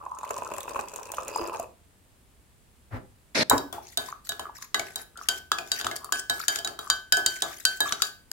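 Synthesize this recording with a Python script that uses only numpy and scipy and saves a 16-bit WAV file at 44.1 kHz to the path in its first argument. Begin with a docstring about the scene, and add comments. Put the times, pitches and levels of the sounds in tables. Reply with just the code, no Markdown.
"""Tea poured and stirred in a ceramic mug

Two close microphones at a stone counter in a small, live kitchen. Tea patters into the mug: drops ring
its air, trap bubbles and throw spray. The pot is set down, a short dry rasp passes, the mug thuds.
Then a steel spoon stirs: each touch ticks, rings the mug's modes and knocks on the counter,
the spoon drags in fine grains, and the swirling tea sloshes and plops. The hard walls answer softly."""
import sys
import numpy as np
from scipy import signal
from scipy.fft import rfft, irfft
from scipy.io import wavfile
from scipy.ndimage import uniform_filter1d

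SR = 44100
rng = np.random.default_rng(int(sys.argv[2]) if len(sys.argv) > 2 else 0)


def output_pcm(signal):
    """Save a mono or channel-first signal as 16-bit PCM at the path in sys.argv[1].

    Samples are clipped to [-1, 1] before scaling.
    """
    pcm = np.clip(np.atleast_2d(signal).T, -1, 1) * 32767
    wavfile.write(sys.argv[1], SR, np.round(pcm).astype(np.int16))


N = 369999
TIME = np.arange(N) / SR
STOP_S, EDGE_HZ = 8.3175, 16100  # where the sound stops, and the top of the band

# All dB are relative unless a comment says otherwise.
# Hush of the quiet kitchen. Each row: frequency in Hz, density in dB per Hz.
FLOOR_TONE = [(15, -33), (25, -13.5), (76, -6.5), (99, -11), (161, -16.5), (242, -18), (317, -22),
              (344, -23.5), (384, -23), (560, -25), (2350, -32), (2690, -32), (5880, -37), (8360, -32),
              (16000, -40.5)]
FLOOR_DB = -59.5  # rms of the hush, dB re full scale
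# How long the kitchen rings. Each row: frequency in Hz, decay t60 in s.
ROOM_DECAY = [(150, 0.41), (660, 0.32), (1700, 0.28), (4600, 0.34), (9000, 0.26), (15000, 0.45)]
# How alike the two microphones hear noise. Each row: frequency in Hz, likeness from 0 to 1.
LIKENESS = [(40, 0.27), (110, 0.61), (300, 0.91), (700, 0.15), (1500, 0), (3000, 0.34), (7000, 0.0035),
            (15000, 0)]
# Colour of the short rasp. Each row: frequency in Hz, density in dB per Hz.
RASP_TONE = [(35, -68.5), (60, -22), (190, -11), (275, -0.5), (346, -10), (651, -8), (785, -23), (862, -12),
             (1090, -19), (2090, -12.5), (2840, -21.5), (4220, -14.5), (6300, -23), (7200, -28),
             (11500, -38), (14900, -49), (16000, -84)]
RASP_S = 3.346  # start of the rasp
# Colour of the pot set down. Each row: frequency in Hz, density in dB per Hz.
POT_TONE = [(40, -20.5), (80, -18), (112, -6), (150, -30.5), (230, -23), (400, -27), (700, -25),
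            (1900, -30), (2800, -46), (8000, -59.5)]
# The counter's boom under the pot. Each row: frequency in Hz, level in dB, decay t60 in s.
BOOM = [(111.6, -29.5, .25), (98, -34.5, .2)]
# Dull blows on the counter. Each row: start in s, rise in s, decay t60 in s, level in dB,
# tilt in dB per octave above 400 Hz.
THUDS = [(3.5118, 0.0016, 0.025, -2, -2.5), (3.5174, 0.0025, 0.19, -16.5, 2),
         (3.528, 0.0023, 0.17, -23, -24.5), (7.167, .002, 0.31, -48, -21.5)]
# Colour of the mug's thud. Each row: frequency in Hz, density in dB per Hz.
THUD_TONE = [(20, -26), (60, -11), (130, -4), (210, -16), (275, 7.5), (340, -9.5), (500, 5.5), (750, 8.5),
             (1050, 14.5), (1400, 3), (2000, -6), (3500, -32), (8000, -42.5)]
# The stream; the deeper it digs, the wider its gurgle. Each row: time in s, gurgle in dB,
# gain outside the core around 1 kHz in dB, spray in dB.
POUR = [(0, -40, -4.5, -67), (.17, -40.5, -25, -63), (.21, -36, -13.5, -50.5), (.35, -38, -1.5, -48.5),
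        (.8, -42, 2, -44), (.93, -44, 1, -52), (1.1, -40.5, 0.5, -49), (1.3, -43.5, 8, -46.5),
        (1.42, -33, 4, -50.5), (1.63, -39, -1, -50.5)]
POUR_END_S, POUR_FALL_DB_PER_S = 1.635, 900  # the stream breaks off
# Drops heard through the air in the mug. Each row: frequency in Hz, density in dB per Hz.
GURGLE_TONE = [(100, -13.5), (230, -17), (330, -7), (570, 4), (760, -5.5), (1020, 6), (1250, -5),
               (1600, -12), (2150, -24.5), (2580, -4), (3150, -26), (5000, -32)]
# Fine spray. Each row: frequency in Hz, density in dB per Hz.
SPRAY_TONE = [(1200, -5), (2600, -12.5), (3800, -9), (5000, -8.5), (5800, -5.5), (7000, 9), (8400, -1),
              (9600, 0), (11000, -5), (16000, -6.5)]
# Small bubbles under the stream. Each row: pitch in Hz, level in dB.
BUBBLES = [(330, -8), (570, -13.5), (750, -5), (1020, 8.5), (1350, -6)]
# The wall of the filling mug, set singing by spray. 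Each row: pitch in Hz, level in dB.
WALL_TONE = [(4600, -11), (4950, 15), (5350, -30)]
# Big drops in the stream. Each row: start in s, gurgle in dB, spray in dB.
DROPS = [(0.187, -25.5, -23), (.307, -11, -15), (0.384, -18, -23), (.421, -19, -40), (.518, -16.5, -42),
         (.538, -16, -20.5), (0.583, -17, -36), (.679, -15.5, -40), (.746, -18, -32), (0.763, -13.5, -45),
         (.791, -9.5, -25), (.96, -21.5, -15.5), (1.118, -30, -11.5), (1.183, -17, -43),
         (1.281, -22.5, -13), (1.36, -21, -16), (1.474, -22, -18.5), (1.546, -16, -44),
         (1.597, -17.5, -16.5)]
# Trapped air pockets. Each row: start in s, peak in dB, starting pitch in Hz.
PLOPS = [(0.065, -27.5, 956), (.232, -23.5, 1000), (.24, -24, 1020), (.421, -24, 960), (.759, -20, 1080),
         (1.183, -20, 1180), (1.36, -17.5, 900), (1.521, -27, 945), (1.597, -22, 680), (3.782, -26.5, 840),
         (4.126, -24.5, 1185), (4.395, -27.5, 1020), (4.495, -31, 930), (4.745, -20.5, 1156),
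         (4.796, -26.5, 697), (5.213, -28.5, 1220), (5.517, -10.5, 1277), (5.867, -16, 1240),
         (6.045, -29, 1170), (6.123, -21, 1160), (6.79, -26, 1264), (6.9, -17, 1165), (7.804, -24.5, 900),
         (7.923, -24.5, 1210), (8.023, -20, 1264)]
# A bubble swells in about one cycle; its pitch rises by twice the glide as it surfaces.
PLOP_CYCLES, PLOP_GLIDE_PER_S = 1.39, 1.8
# Strokes that churn the tea. Each row: start in s, length in s, level in dB, pitch in Hz.
SWIRLS = [(4.034, 0.09, -46.5, 1035), (4.425, 0.081, -43, 1215), (4.569, 0.11, -53.5, 1135),
          (5.149, 0.057, -46, 1380), (5.986, .15, -48.5, 1110), (6.368, 0.057, -39.5, 1330),
          (6.767, .16, -46, 1187), (7.443, 0.088, -48, 1190), (7.841, 0.086, -37.5, 1190),
          (7.989, 0.048, -43.5, 1345)]
# The spoon dragging along the wall. Each row: start in s, length in s, level in dB.
SCRAPES = [(3.812, .15, -48.5), (3.981, 0.16, -43.5), (4.237, 0.073, -45.5), (4.535, .13, -47.5),
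           (4.834, 0.13, -49.5), (4.967, 0.078, -45.5), (5.167, 0.15, -52.5), (5.3, 0.1, -40),
           (5.636, 0.2, -47), (5.723, 0.11, -39.5), (5.954, 0.0234, -35.5), (6.123, 0.093, -35.5),
           (6.317, .16, -39.5), (6.484, 0.11, -39), (6.794, 0.11, -46), (7.271, 0.16, -42),
           (7.423, 0.24, -43.5), (7.675, 0.13, -46.5), (7.83, 0.13, -38.5), (7.971, .12, -39.5)]
# Grit under the sliding spoon. Each row: pitch in Hz, level in dB.
GRIT_TONE = [(1500, -3.5), (3000, -14.5), (5000, -5), (7000, -4.5), (9500, -9.5), (11700, -3.5),
             (13500, -11.5), (16000, -7)]
SKIPS_PER_S, SKIP_DB = 26, 11  # the dragging spoon skips and taps lightly, against the scrape
# Spoon touches on the mug. Each row: start in s, tick in dB, tick brightness in dB per octave above 400 Hz,
# knock in dB, mug ring in dB, spot in the wall's pattern in degrees, zing in Hz.
CLINKS = [(3.4976, -9, 6.5, -32.5, -30, 145, 7600), (3.579, -24, -1.5, -59.5, -43, 80, 5260),
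          (3.7266, -30.5, 7, -36.5, -68, 67, 3400), (3.9731, -18, 1.5, -35.5, -34, 124, 3640),
          (4.2916, -22, 3, -45, -37, 135, 3750), (4.3196, -31, -8, -47, -61, 180, 3550),
          (4.3946, -31.5, -1, -39.5, -46.5, 190, 3100), (4.7443, -18.5, -6, -34, -34, 150, 2000),
          (4.7946, -22.5, -6, -38.5, -50, 280, 2230), (4.958, -24.5, 2.5, -44, -44, 130, 3900),
          (5.1735, -38, -2, -51, -57, 210, 8500), (5.2866, -13, -3, -38, -31.5, 350, 3150),
          (5.5168, -18, -6, -40, -38, 190, 3420), (5.585, -25.5, -7.5, -38.5, -51, 410, 2450),
          (5.7172, -17.5, -3.5, -42.5, -33, 73, 4660), (5.7984, -30, -9.5, -45, -45, 20, 3140),
          (5.812, -27, -8.5, -49, -52, 190, 3840), (5.8451, -25.5, -9, -35, -48, 190, 7380),
          (5.8667, -24, -5, -40, -58, 84, 3450), (5.9127, -30, -4, -40, -44, 220, 2110),
          (5.963, -25.5, 3, -72, -66, 90, 9070), (6.0445, -29.5, 7, -51.5, -63, 50, 9700),
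          (6.1229, -16.5, -2, -38, -32.5, 274, 6930), (6.2973, -18.5, -.5, -34.5, -30, 190, 3890),
          (6.4817, -12.5, -2, -37, -29.5, 320, 6970), (6.5585, -22, -4, -44.5, -48, 170, 7000),
          (6.587, -27.5, -1, -44, -41, 300, 3100), (6.6472, -25, -0.5, -40.5, -37, 130, 6900),
          (6.674, -25.5, -6, -40.5, -45.5, 250, 4650), (6.79, -31, 5.5, -44.5, -45.5, 84, 3280),
          (6.9, -13, -4.5, -40, -25.5, 40, 6900), (7.123, -12, -2.5, -37.5, -23, 268, 5050),
          (7.1692, -22, 1.5, -32.5, -35, 290, 6700), (7.2617, -12.5, -3, -39.5, -27.5, 7.2, 7100),
          (7.421, -18, -1.5, -33, -37, 160, 3500), (7.6514, -11, -2, -42, -25.5, 10, 4430),
          (7.8045, -16, 4.5, -33.5, -27, 162, 3780), (7.923, -18, -8, -40.5, -40.5, 140, 5900),
          (8.0203, -13, -2.5, -44.5, -32, 83, 4650), (8.3147, -25.5, 3.5, -40, -46, 250, 4980)]
# Colour of the steel's tick. Each row: frequency in Hz, density in dB per Hz.
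TICK_TONE = [(700, -38), (1500, -1.5), (2200, -15), (2900, -1), (3900, -3), (4700, 3), (5800, 0.5),
             (7100, 6), (8200, 2.5), (9500, -2), (11500, 0.5), (13500, -9.5), (16000, -3)]
# Fainter modes of rim and spoon that follow the tick. Each row: frequency in Hz, level in dB, decay t60 in s.
STEEL = [(3250, -10.5, 0.036), (3630, -15, 0.04), (4300, -23, 0.074), (4550, -7, 0.06), (5070, -18, 0.097),
         (6070, -23.5, 0.17), (7100, -9, .12), (7040, -15, 0.064), (7000, -5.5, 0.14), (7890, -28, .1),
         (8960, -4.5, 0.056), (11170, -9.5, 0.062)]
# The mug rocking on the counter. Each row: frequency in Hz, density in dB per Hz.
KNOCK_TONE = [(20, -45), (60, -13), (85, -15.5), (115, -7.5), (190, -16.5), (290, -8.5), (410, -2.5),
              (520, -11), (720, 5), (900, -6), (1300, -4), (2000, -18.5), (3500, -22.5)]
ZING_DB, ZING_CYCLES = -2, 5.9  # the spoon's thin bowl zings briefly, against the tick
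SIDE_DB = 0.5  # left-right swing with the spot struck
# The mug's six main modes; the spot struck decides their mix. Each row: frequency in Hz, decay t60 in s,
# level in dB, loudest spot in degrees, swing either way in dB, right microphone's lag in degrees,
# left-right difference in dB.
MUG = [(1526, 0.4, -3.5, 286, 3.5, 55, -2), (1676, 0.35, -5.5, 218, 7, -95, -4),
       (3122, 0.3, -7.5, 315, 4.5, 5.5, -0.5), (3852, 0.11, 1.5, 130, 7, -160, -3.5),
       (4640, 0.16, -5, 9.5, 7, 56.5, 3), (4990, 0.09, -11, 320, 9.5, -30.5, 8)]
SLOSH_DETUNE = 0.0018  # the moving tea shifts the modes a little from blow to blow
PHASE_SCATTER = .17  # turns: the wall's pattern swings round with each blow


def amp(db):
    """Decibels to gain."""
    return 10 ** (np.asarray(db) / 20)


def unit(x):
    """Scales to rms 1."""
    return x / np.sqrt(np.mean(x ** 2) + 1e-20)


def read(points, hz):
    """A table's value on a log-frequency axis."""
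    f, value = np.transpose(points)
    return np.interp(np.log(hz + 1), np.log(f), value)


def level(rows, axis=1):
    """Gain over time from a dB column."""
    rows = np.array(rows)
    return amp(np.interp(TIME, rows[:, 0], rows[:, axis]))


def swell(start, attack, hold, t60, db):
    """Gain over time: attack, hold and release."""
    age = TIME - start
    return np.clip(age / attack, 0, 1) * amp(db - 60 * np.maximum(age - attack - hold, 0) / t60)


def add(mix, s, sound):
    """Mixes a sound in at time s."""
    part = mix[:, max(round(s * SR), 0):][:, :sound.shape[-1]]
    part += sound[..., :part.shape[1]]


def noise(spectrum, size, tilt_db=0):
    """Coloured noise of rms 1, with a frequency-dependent likeness at the two microphones."""
    hz = np.fft.rfftfreq(size, 1 / SR)
    a, b = rfft(rng.standard_normal((2, size)))
    same = np.clip(read(LIKENESS, hz), -1, 1)
    pair = np.array([a, same * a + np.sqrt(1 - same ** 2) * b])
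    tilt = tilt_db * np.log2(np.maximum(hz, 400) / SR)
    return unit(irfft(pair * amp(read(spectrum, hz) + tilt), size))


def burst(spectrum, t60, rise, tilt_db=0, size=8192):
    """A blow on something with dense, quickly dying modes."""
    t = np.arange(size) / SR
    envelope = (1 - np.exp(-t / rise)) * np.exp(-np.log(1000) * t / t60)
    return noise(spectrum, size, tilt_db) * envelope


def colour(x, spectrum, size=2048):
    """Causal minimum-phase filter: clicks ring in the spectrum's peaks."""
    log_gain = np.log(amp(read(spectrum, abs(np.fft.fftfreq(size, 1 / SR)))))
    response = np.fft.ifft(np.exp(np.conj(signal.hilbert(log_gain)))).real[:size // 2]
    return signal.oaconvolve(x, response[None], axes=1)[:, :x.shape[1]]


def patter(per_s, spread_db, scatter):
    """Random tiny impacts of uneven size, each weighted differently in the two microphones."""
    hits = rng.random(N) < per_s / SR
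    size = amp(spread_db * np.minimum(rng.exponential(1, N), 3.5)) * hits
    return size * (rng.choice([-1, 1], N) + scatter * rng.standard_normal((2, N)))


def grains(spectrum, start, stop, per_s, cycles, spread_db, size=300):
    """Tiny impacts, each a short ping of its own pitch, size and direction; rms 1 from start to stop."""
    count = int((stop - start) * per_s)
    when, pitch, height, left, right, pan = rng.random((count, 6)).T[:, :, None]
    hz = np.interp(pitch, [0, 1], [spectrum[0][0], spectrum[-1][0]])
    strength = amp(read(spectrum, hz) + spread_db * np.minimum(-np.log(height), 3.5))
    turns = hz * np.arange(size) / SR
    ping = strength * (1 - np.exp(-2 * turns)) * np.exp(-turns / cycles)
    at = ((start + when * (stop - start)) * SR).astype(int) + np.arange(size)
    out = []
    for share, phase in ((pan, left), (1 - pan, right)):
        heard = ping * np.sqrt(share) * np.sin(2 * np.pi * (turns + phase))
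        out.append(np.bincount(at.ravel(), heard.ravel(), N)[:N])
    return unit(np.array(out)) * np.sqrt((stop - start) * SR / N)


def pings(s, db, hz, cycles, glide=0, lag=0.00013, size=1500):
    """A tone that swells and dies within a few cycles, reaching the right microphone a little late."""
    t = np.arange(size) / SR
    age = t * hz / cycles
    turns = hz * (t * (1 + glide * t) - np.array([[0], [lag]]))
    return s, amp(db) * age * np.exp(1 - age) * np.sin(2 * np.pi * turns)


def ring(modes, size=26000, lag=0.00015, scatter=0.25):
    """Dying sines (Hz, dB, t60) that reach the two microphones in different phase."""
    t = np.arange(size) / SR
    out = np.zeros((2, size))
    for hz, db, t60 in modes:
        late = hz * lag + scatter * rng.standard_normal()  # turns
        phase = np.exp(2j * np.pi * (rng.random() - np.array([[0], [late]])))
        out += amp(db) * (phase * np.exp((2j * np.pi * hz - np.log(1000) / t60) * t)).imag
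    return out


def patchy(x, patchy_db, patch_hz, patch_s):
    """Resonances come and go: the level drifts in small patches of time and frequency."""
    z = signal.stft(x, nperseg=256, noverlap=192)[2]
    bins, frames = max(round(patch_hz * 256 / SR), 1), max(round(patch_s * SR / 64), 1)
    field = uniform_filter1d(rng.standard_normal(z.shape[1:]), bins, axis=0)
    field = unit(uniform_filter1d(field, frames, axis=1))
    return signal.istft(z * unit(amp(patchy_db * field)), nperseg=256, noverlap=192)[1][:, :N]


def hush():
    """The quiet kitchen: steady noise, strongest in the bass."""
    return amp(FLOOR_DB) * noise(FLOOR_TONE, N)


def kitchen(x, size=28000):
    """Dense reflections from hard walls, each band dying at its own speed."""
    wet = [(150, 0.5), (700, -3.5), (1500, -7), (4000, -7.0), (8000, -12.0), (15000, -10)]  # (Hz, dB)
    taps = noise([(20, 0), (20000, 0)], size) * (np.arange(size) > .004 * SR)  # the first 4 ms are silent
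    hz, t, z = signal.stft(taps, SR, nperseg=256)
    rate = np.log(1000) / read(ROOM_DECAY, hz)[:, None]
    z = z * np.exp(-rate * t) * np.sqrt(2 * rate / SR) * amp(read(wet, hz))[:, None]
    return signal.oaconvolve(x, signal.istft(z, SR, nperseg=256)[1], axes=1)[:, :N]


def rasp(bass_late_s=0.045):
    """A short dry rasp of noise that gains body as it goes and stops dead."""
    x = patchy(noise(RASP_TONE, N), patchy_db=2.5, patch_hz=350, patch_s=0.039)
    bass = signal.sosfiltfilt(signal.butter(2, 700, fs=SR, output="sos"), x)
    x = x - bass * (1 - np.clip((TIME - RASP_S) / bass_late_s, 0, 1))
    return x * swell(start=RASP_S, attack=0.0078, hold=0.077, t60=0.014, db=-20.5)


def counter():
    """The pot lands softly and booms the counter; the mug thuds on the stone."""
    out = noise(POT_TONE, N) * swell(start=2.905, attack=0.038, hold=0.03, t60=.085, db=-35.5)
    boom = ring(BOOM, scatter=.03)
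    onset = 1 - np.exp(-np.arange(boom.shape[1]) / SR / .025)
    add(out, 2.925, boom * onset)
    for s, rise, t60, db, tilt_db in THUDS:
        add(out, s, amp(db) * burst(THUD_TONE, t60, rise, tilt_db))
    return out


def pour(gurgle_db=-4, bubble_db=-1, spatter_db=0, splash_db=-10, spray_db=-11):
    """Drops of the stream ring the air in the mug, trap bubbles and throw spray; big ones stand out."""
    end = POUR_END_S + .1
    body = unit(colour(patter(per_s=390, spread_db=4.5, scatter=0.44), GURGLE_TONE))
    bubbles = grains(BUBBLES, 0, end, per_s=110, cycles=4.5, spread_db=5.5, size=1800)
    body = body + amp(bubble_db) * bubbles
    core = signal.sosfiltfilt(signal.butter(2, [750, 1400], "band", fs=SR, output="sos"), body)
    body = core + level(POUR, axis=2) * (body - core)
    clumps = abs(uniform_filter1d(rng.standard_normal(N), size=260)) ** 1.85  # spray flies in small bunches
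    spray = unit(clumps) * grains(SPRAY_TONE, 0, end, per_s=2800, cycles=1.7, spread_db=3.5, size=120)
    wall = grains(WALL_TONE, 0, end, per_s=500, cycles=16, spread_db=4)
    wall = wall * swell(start=1.274, attack=0.086, hold=.02, t60=.55, db=-44.5)
    out = amp(gurgle_db) * body * level(POUR) + amp(spatter_db) * spray * level(POUR, axis=3) + wall
    out = patchy(out, patchy_db=3, patch_hz=400, patch_s=.02)
    out = out * amp(-POUR_FALL_DB_PER_S * np.maximum(TIME - POUR_END_S, 0))
    for s, db, fine_db in DROPS:
        add(out, s, amp(db + splash_db) * burst(GURGLE_TONE, t60=0.03, rise=0.00055))
        add(out, s, amp(fine_db + spray_db) * burst(SPRAY_TONE, t60=0.017, rise=0.00024))
    return out


def plops():
    """Air pockets trapped by the stream or the spoon ring once."""
    out = np.zeros((2, N))
    for s, db, hz in PLOPS:
        add(out, *pings(s, db, hz, PLOP_CYCLES, PLOP_GLIDE_PER_S))
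    return out


def slosh(slosh_db=-1, width_hz=110):
    """Small bubbles ring the air above the swirling tea."""
    out = np.zeros((2, N))
    bubbles = patter(per_s=200, spread_db=5.0, scatter=0.54)
    for s, length, db, hz in SWIRLS:
        cavity = signal.iirpeak(hz, hz / (2 * width_hz), SR)
        part = bubbles[:, int(s * SR):][:, :int(length * SR)]
        churn = signal.lfilter(*cavity, signal.lfilter(*cavity, part))
        add(out, s, amp(db + slosh_db) * unit(churn * signal.windows.tukey(part.shape[1], .6)))
    return out


def drag(drag_db=-2, slip_db=4.0, skip_ring_db=-10):
    """The spoon slips over the glaze in fine grains and skips, each skip a light tap."""
    pressure = np.zeros((1, N))
    for s, length, db in SCRAPES:
        add(pressure, s, amp(db + drag_db) * signal.windows.tukey(int(length * SR), .5))
    drift = unit(uniform_filter1d(rng.standard_normal(N), size=400))
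    slips = unit(amp(slip_db * drift))  # the spoon catches and slides
    grit = grains(GRIT_TONE, 0, N / SR, per_s=6000, cycles=6, spread_db=3, size=120)
    grit = patchy(grit, patchy_db=4.5, patch_hz=800, patch_s=.025)
    skips = pressure * rng.random(N) * (rng.random(N) < SKIPS_PER_S / SR)
    tap = burst(TICK_TONE, t60=.012, rise=.0003) + amp(skip_ring_db) * ring(STEEL, size=8192)
    taps = signal.oaconvolve(skips, tap, axes=1)[:, :N]
    return pressure * slips * grit + amp(SKIP_DB) * taps


def clinks(tick_db=4.5, steel_db=-14, knock_db=2, tick_t60=0.019):
    """Steel ticks on the glaze, rings rim and spoon, and rocks the mug on the counter."""
    out = np.zeros((2, N))
    for s, db, bright, rock_db, ring_db, spot, zing_hz in CLINKS:
        side = unit(amp(SIDE_DB * np.cos(np.radians(spot)) * np.array([[.5], [-.5]])))
        tick = burst(TICK_TONE, t60=tick_t60, rise=0.00058, tilt_db=bright)
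        add(out, s, amp(db + tick_db) * side * tick)
        add(out, *pings(s, db + ZING_DB, zing_hz, ZING_CYCLES))
        # the grip and the depth of the spoon shift its modes from blow to blow
        shifted = [(hz * (1 + 0.0089 * rng.standard_normal()), mode_db + 3 * rng.standard_normal(), t60)
                   for hz, mode_db, t60 in STEEL]
        add(out, s, amp(db + steel_db) * side * ring(shifted, size=9000))
        add(out, s, amp(rock_db + knock_db) * burst(KNOCK_TONE, t60=0.28, rise=0.0014))
    return out


def mug_ring(mug_db=4.5):
    """Each touch rings the mug's modes; a mode is loudest where the spoon meets its antinode."""
    out = np.zeros((2, N))
    for s, db, bright, rock_db, ring_db, spot, zing_hz in CLINKS:
        damping = 1 + 0.04 * rng.standard_normal()  # the spoon lingers on the wall or springs clear
        for hz, t60, mode_db, best, swing_db, late_deg, side_db in MUG:
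            strength = ring_db + mug_db + mode_db + swing_db * np.cos(np.radians(spot - best))
            mode = (hz * (1 + SLOSH_DETUNE * rng.standard_normal()), strength, t60 / damping)
            side = unit(amp(side_db * np.array([[.5], [-.5]])))
            lag = np.radians(late_deg) / (2 * np.pi * hz)
            add(out, s, side * ring([mode], size=18000, lag=lag, scatter=PHASE_SCATTER))
    return out


def scene(spoon_left_db=1.37, ring_echo_db=-6, rasp_echo_db=-15):
    """Everything on the counter, a short rasp with a faint echo, and the room's hush."""
    spoon = (clinks() + slosh() + drag()) * amp([[spoon_left_db], [-spoon_left_db]])
    near = pour() + plops() + spoon + counter()
    mug = mug_ring()  # the mug's ring, with a softer echo than the spoon's ticks
    dry_rasp = rasp()
    echo = kitchen(near + amp(ring_echo_db) * mug + amp(rasp_echo_db) * dry_rasp)
    return near + mug + echo + dry_rasp + hush()


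def record(dry):
    """Full-scale limit, an abrupt stop, and the band limit."""
    held = np.clip(dry, -1, 1) * (TIME < STOP_S)
    low_pass = signal.firwin(255, EDGE_HZ, window=("kaiser", 9), fs=SR)
    return signal.oaconvolve(held, low_pass[None], "same")


dry = scene()
out = record(dry)
output_pcm(out)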